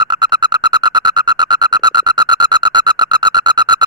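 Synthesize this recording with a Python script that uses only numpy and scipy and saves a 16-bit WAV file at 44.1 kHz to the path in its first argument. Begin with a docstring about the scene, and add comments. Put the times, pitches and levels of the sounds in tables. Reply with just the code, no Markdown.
"""Outdoors at night, a toad calls close to a phone, about nine short notes a second.
Each note is three to five pulses that ring the vocal sac, a resonator; the last is held and sags
in pitch. Faint ticks and soft gulps fall between notes, and distant toads throb over faint night air.
Ground and plants scatter a little of the call, which overloads both microphone ports."""
import sys
import numpy as np
from scipy import signal
from scipy.fft import rfft, irfft
from scipy.io import wavfile
from scipy.ndimage import uniform_filter1d, map_coordinates

SR = 44100
rng = np.random.default_rng(int(sys.argv[2]) if len(sys.argv) > 2 else 0)


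def materialize(psi):
    """Save the field psi as 16-bit PCM at rate SR to the path in sys.argv[1].

    A 1-D psi becomes a single channel; in a 2-D psi each row is a channel.
    """
    bounded = np.clip(np.atleast_2d(psi).T, -1, 1)
    quanta = np.round(bounded * 32767).astype(np.int16)
    wavfile.write(sys.argv[1], SR, quanta)


N = 170226

# Noise spectrum of the toad's rasp and of the ticks: f/Hz, relative level/dB
RASP_SPECTRUM = [(30, -11.5), (130, -8), (240, -7.5), (350, -13), (600, -4.5), (880, 2), (1500, -5),
                 (1950, -4.5), (2400, -15), (2800, -9), (3400, -14), (6000, -20.5), (11000, -47.5),
                 (16000, -45)]


def undb(db):
    """Amplitude ratio of a level in decibels."""
    return 10 ** (np.asarray(db) / 20)


def colour(x, points):
    """Zero-phase filtering by a curve of (f/Hz, level/dB) points."""
    hz, db = np.array(points, float).T
    f = np.maximum(np.arange(N // 2 + 1) * SR / N, 1)
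    return irfft(rfft(x) * undb(np.interp(np.log(f), np.log(hz), db)), N)


def noise(points):
    """Spectrally shaped Gaussian noise of unit rms."""
    x = colour(rng.standard_normal(N), points)
    return x / x.std()


def wander(rate_hz):
    """Low-pass noise of unit spread, for random modulation."""
    width = max(int(SR / rate_hz), 1)
    x = uniform_filter1d(uniform_filter1d(rng.standard_normal(N), width), width)
    return x / x.std()


def ramp(u):
    """Raised-cosine step from 0 to 1."""
    return np.sin(np.pi / 2 * np.clip(u, 0, 1)) ** 2


def add(out, start, x):
    """Superposition of x on out from a sample index on."""
    a, b = max(start, 0), min(start + len(x), N)
    out[a:b] += x[a - start:b - start]


def night_air():
    """Partial coherence: soft noise common to both ports, plus a weaker part in antiphase."""
    spectrum = [(25, -2.5), (60, -20), (130, -4.5), (300, -15), (500, -16.5), (1000, -16), (1800, -17),
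                (3500, -44.5), (6000, -41), (15000, -54.5)]  # night air: f/Hz, relative level/dB
    common = noise(spectrum)
    antiphase = undb(-5) * noise(spectrum) * np.array([[1], [-1]])
    return undb(-57.5) * (common + antiphase)


def distant_toads():
    """Incoherent summation: many far calls blur into throbbing bands of noise."""
    bands = [(1486, 160, -50), (1270, 270, -61.5), (2790, 100, -76.5)]  # chorus bands: centre f/Hz, half-width f/Hz, level/dB
    out = 0
    for hz, width, db in bands:
        band = [(hz / 2, -70), (hz - width, -14), (hz, 0), (hz + width, -14), (hz * 2, -70)]
        throb_db = wander(36)
        out = out + undb(db - throb_db) * np.array([noise(band), noise(band)])
    return out


def sac_note(t, resume, held, length, hz, second_db, held_db):
    """Pulsed resonance: each pulse rings the vocal sac, choking the one before; the last is held."""
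    second_pulse_s, spacing_s = .0098, .0083
    first_attack_s, attack_s, hold_s, ring_s, choke_s = .0036, .0016, .004, .0026, .0009
    swell_s, fade_db_per_s, release_s, end_ring_s = .005, 370, .0012, .0014
    sag_hz, sag_s, detune, closing_s = 122, .017, .008, .0075
    later = np.linspace(resume, held, 1 + int(round(max(held - resume, 0) / spacing_s)))
    starts = np.r_[0, second_pulse_s, later]
    chance = rng.standard_normal((12, 3))  # per pulse: level, tuning, phase
    pitch = hz - sag_hz * np.clip(1 + (t - length) / sag_s, 0, 2) ** 2.4
    # The second harmonic strengthens as the note closes.
    octave_gain = undb(-29.5) + undb(-24.5) * ramp(2 * (t - length + closing_s) / closing_s + .5)
    tone, octave, snap_env = 0, 0, 0
    for k, start in enumerate(starts):
        age = np.maximum(t - start, 0)
        env = ramp(age / (attack_s if k else first_attack_s))
        if k == len(starts) - 1:
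            db = held_db
            env *= undb(-fade_db_per_s * np.maximum(age - swell_s, 0))
            env /= 1 + np.exp(np.minimum((t - length + release_s) / end_ring_s, 20))
        else:
            db = .56 if k == 0 else second_db if k == 1 else 0
            env /= np.sqrt(1 + np.exp(np.minimum(2 * (age - hold_s) / ring_s, 20)))
            if k > 0 or second_db > -20:  # a very weak second pulse lets the first ring on
                env *= 1 - ramp((t - starts[k + 1]) / choke_s)
        gain = undb(db - .66 * chance[k, 0])
        phase = 2 * np.pi * (np.cumsum(pitch) * (1 + detune * chance[k, 1]) / SR + chance[k, 2])
        tone += gain * env * np.exp(1j * phase)
        octave += gain * env * octave_gain * np.exp(2j * phase)
        snap_env += gain * (t > start) * np.exp(-age / .0034)
    return tone, octave, snap_env


def toad():
    """Random phase and amplitude modulation roughen the notes. 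Returns call and second harmonic."""
    # Notes: onset t/s; from onset, pulsing resumes t/s, held pulse t/s, end t/s;
    # pitch f/Hz; relative level/dB of the note, of its second pulse and of its held pulse
    notes = [(-0.0005, 0.0179, 0.0179, 0.034, 1350, -2.1, 0, -1.3),
             (0.1017, 0.0205, 0.0314, 0.046, 1345, -3.1, -40, -6.0),
             (0.2173, 0.0175, 0.0175, 0.037, 1346, -1.2, 0, 0.6),
             (0.3205, 0.0176, 0.0176, 0.035, 1354, -1.4, 0, -0.0),
             (0.4249, 0.018, 0.018, 0.035, 1357, -0.8, 0, -0.0),
             (0.5204, 0.0205, 0.0357, 0.047, 1358, -1.4, -40, -6.0),
             (0.6377, 0.0175, 0.0175, 0.037, 1353, -0.6, 0, 0.4),
             (0.7314, 0.0169, 0.0254, 0.039, 1365, 0.4, 0, -1.1),
             (0.8339, 0.0209, 0.0367, 0.049, 1363, -0.5, -6, -2.5),
             (0.9481, 0.0177, 0.0251, 0.039, 1363, -0.1, 0, -1.3),
             (1.0492, 0.023, 0.0382, 0.05, 1360, -0.5, 0, -3.0),
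             (1.1638, 0.0205, 0.0363, 0.048, 1360, -1.1, 0, -6.0),
             (1.2755, 0.0176, 0.0366, 0.051, 1367, 0.3, 0, -4.6),
             (1.3917, 0.0229, 0.0341, 0.048, 1363, -0.1, 0, -4.6),
             (1.5043, 0.0208, 0.0356, 0.049, 1363, 0.0, 0, -2.0),
             (1.6144, 0.0214, 0.038, 0.051, 1367, 0.2, 0, -3.3),
             (1.7259, 0.0205, 0.0384, 0.047, 1367, 0.1, 0, -6.0),
             (1.8338, 0.0168, 0.0346, 0.052, 1370, 1.0, 0, 1.3),
             (1.9451, 0.0255, 0.0431, 0.057, 1370, -0.1, 0, -0.8),
             (2.0636, 0.0228, 0.0339, 0.051, 1370, -0.4, 0, -0.9),
             (2.1784, 0.0213, 0.037, 0.05, 1363, 0.5, 0, -1.5),
             (2.2886, 0.0239, 0.0393, 0.054, 1370, 0.4, 0, 0.7),
             (2.4007, 0.0233, 0.0396, 0.056, 1377, 1.2, 0, 1.1),
             (2.516, 0.022, 0.0368, 0.054, 1370, 0.7, 0, 1.7),
             (2.6311, 0.0205, 0.0388, 0.051, 1370, 0.5, -40, -3.2),
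             (2.7467, 0.0203, 0.0361, 0.056, 1363, 1.4, 0, 1.1),
             (2.865, 0.019, 0.0366, 0.05, 1363, 0.5, 0, -1.2),
             (2.9911, 0.0205, 0.0371, 0.049, 1363, 0.3, -40, -5.3),
             (3.1131, 0.0205, 0.0365, 0.052, 1350, 0.4, -17, 0.4),
             (3.2284, 0.0219, 0.0399, 0.057, 1363, 0.3, -6, 1.2),
             (3.3442, 0.0224, 0.0408, 0.052, 1377, 0.4, 0, -3.4),
             (3.461, 0.022, 0.0382, 0.054, 1363, 1.1, 0, 1.5),
             (3.5759, 0.0182, 0.0369, 0.05, 1363, 1.1, 0, -2.9),
             (3.6869, 0.0222, 0.0384, 0.056, 1363, 1.5, 0, 1.1),
             (3.813, 0.0173, 0.0173, 0.033, 1357, 1.1, 0, 0.0)]
    t = np.arange(SR // 10) / SR
    tone, octave, snap_env = np.zeros(N, complex), np.zeros(N, complex), np.zeros(N)
    for start, resume, held, length, hz, db, second_db, held_db in notes:
        parts = sac_note(t, resume, held, length, hz, second_db, held_db)
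        for track, part in zip((tone, octave, snap_env), parts):
            add(track, int(start * SR), undb(db) * part)
    throat = [(1500, -14), (2300, -1), (2560, 0), (2850, -8), (4000, -18)]  # throat response for the second harmonic: f/Hz, level/dB
    waver_cycles, shimmer_db, gain = .011, .8, undb(2)
    waver = np.exp(2j * np.pi * waver_cycles * wander(600))
    voice = np.imag(tone * waver) * undb(shimmer_db * wander(460))
    # Noise snaps at each opening and rides on the tone.
    rasp = noise(RASP_SPECTRUM) * (undb(-26.5) * snap_env + undb(-36) * abs(tone))
    return gain * (voice + rasp), gain * colour(np.imag(octave * waver ** 2), throat)


def ports(x, lag_s):
    """Path difference: sound reaches the left port later than the right, and slightly louder."""
    delayed = map_coordinates(x, [np.arange(N) - lag_s * SR], mode="nearest")
    return np.array([undb(.5) * delayed, x])


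def port_rasp(call):
    """Amplitude modulation: noise, independent at each port, follows the envelope of the call."""
    spectrum = [(30, 10.5), (110, -6), (300, -16.5), (900, -22), (1900, -13), (2700, 6.5), (3400, -8.5),
                (4400, -10), (5200, -5.5), (12000, -27.5), (16000, -46.5)]  # rasp at the ports: f/Hz, relative level/dB
    envelope = uniform_filter1d(abs(call), size=128)
    return envelope * undb(-27.5) * np.array([noise(spectrum), noise(spectrum)])


def diffuse_tail(x, db, t60_s):
    """Diffuse decay: convolution with exponentially fading noise, different at each port."""
    t = np.arange(SR // 2) / SR
    tail = rng.standard_normal((2, len(t))) * np.exp(-np.log(1000) * t / t60_s)
    tail /= np.sqrt((tail ** 2).sum(axis=1, keepdims=True))
    return undb(db) * signal.fftconvolve(x[None], tail, axes=1)[:, :N]


def ticks():
    """Broadband transients: faint noise bursts that rise and fall exponentially."""
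    events = [(0.297, -39), (1.796, -44.5), (1.913, -57)]  # ticks: peak t/s, level/dB
    t, decay_s = np.arange(N) / SR, .0025
    envelope = sum(undb(db) * np.exp(-abs(t - at) / decay_s) for at, db in events)
    return envelope * noise(RASP_SPECTRUM)


def gulps():
    """Downward chirps: each soft gulp is a low, falling tone under a Gaussian envelope."""
    events = [(1.717, -42), (1.797, -33), (1.826, -38), (1.915, -34.5), (2.030, -34.5), (2.056, -62),
              (2.514, -47), (2.745, -50)]  # gulps: peak t/s, level/dB
    hz, sag_hz_per_s, width_s = 440, 9000, .0015
    out = np.zeros(N)
    for at, db in events:
        t = np.arange(N) / SR - at
        envelope = undb(db) * np.exp(-.5 * (t / width_s) ** 2)
        out += envelope * np.sin(2 * np.pi * (hz - sag_hz_per_s * t / 2) * t)
    return out


def scene():
    """Superposition at two ports: the call, its scatter from ground and plants, and the background."""
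    call, octave = toad()
    direct = ports(call, lag_s=.00021) + ports(octave, lag_s=.0001)
    echo = diffuse_tail(call + octave, db=-29, t60_s=.08)
    scatter = diffuse_tail(call + octave, db=-27, t60_s=.02)
    return direct + port_rasp(call) + echo + scatter + ticks() + gulps() + night_air() + distant_toads()


def record(dry):
    """Symmetric saturation at each port adds odd harmonics; the treble is coloured and the top cut."""
    linger_band = [(1500, -61), (3000, -6), (4200, 7), (6000, 9.5), (15000, -1)]  # treble that lingers briefly: f/Hz, relative level/dB
    # Treble colour of the overloaded call, with dips between its odd harmonics: f/Hz, level/dB
    overtone_colour = [(2700, 7.5), (3750, -7.5), (4200, -0.5), (4700, -2), (5600, -1.5), (6750, -1),
                       (7300, 5), (8300, -3), (9600, 0), (11300, 2.5), (12300, 6), (13800, -7),
                       (15000, -4.5)]
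    clip_level, knee, flat_to_hz, top_hz = .6, 14, 1800, 15700
    clipped = dry / (2 + abs(dry / clip_level) ** knee) ** (1 / knee)
    linger = diffuse_tail(colour(clipped[1], linger_band), db=-21, t60_s=.044)
    heard = colour(clipped + linger, [(flat_to_hz, 0)] + overtone_colour)
    return signal.sosfilt(signal.ellip(8, .2, 70, top_hz, fs=SR, output="sos"), heard)


dry = scene()
out = record(dry)
materialize(out)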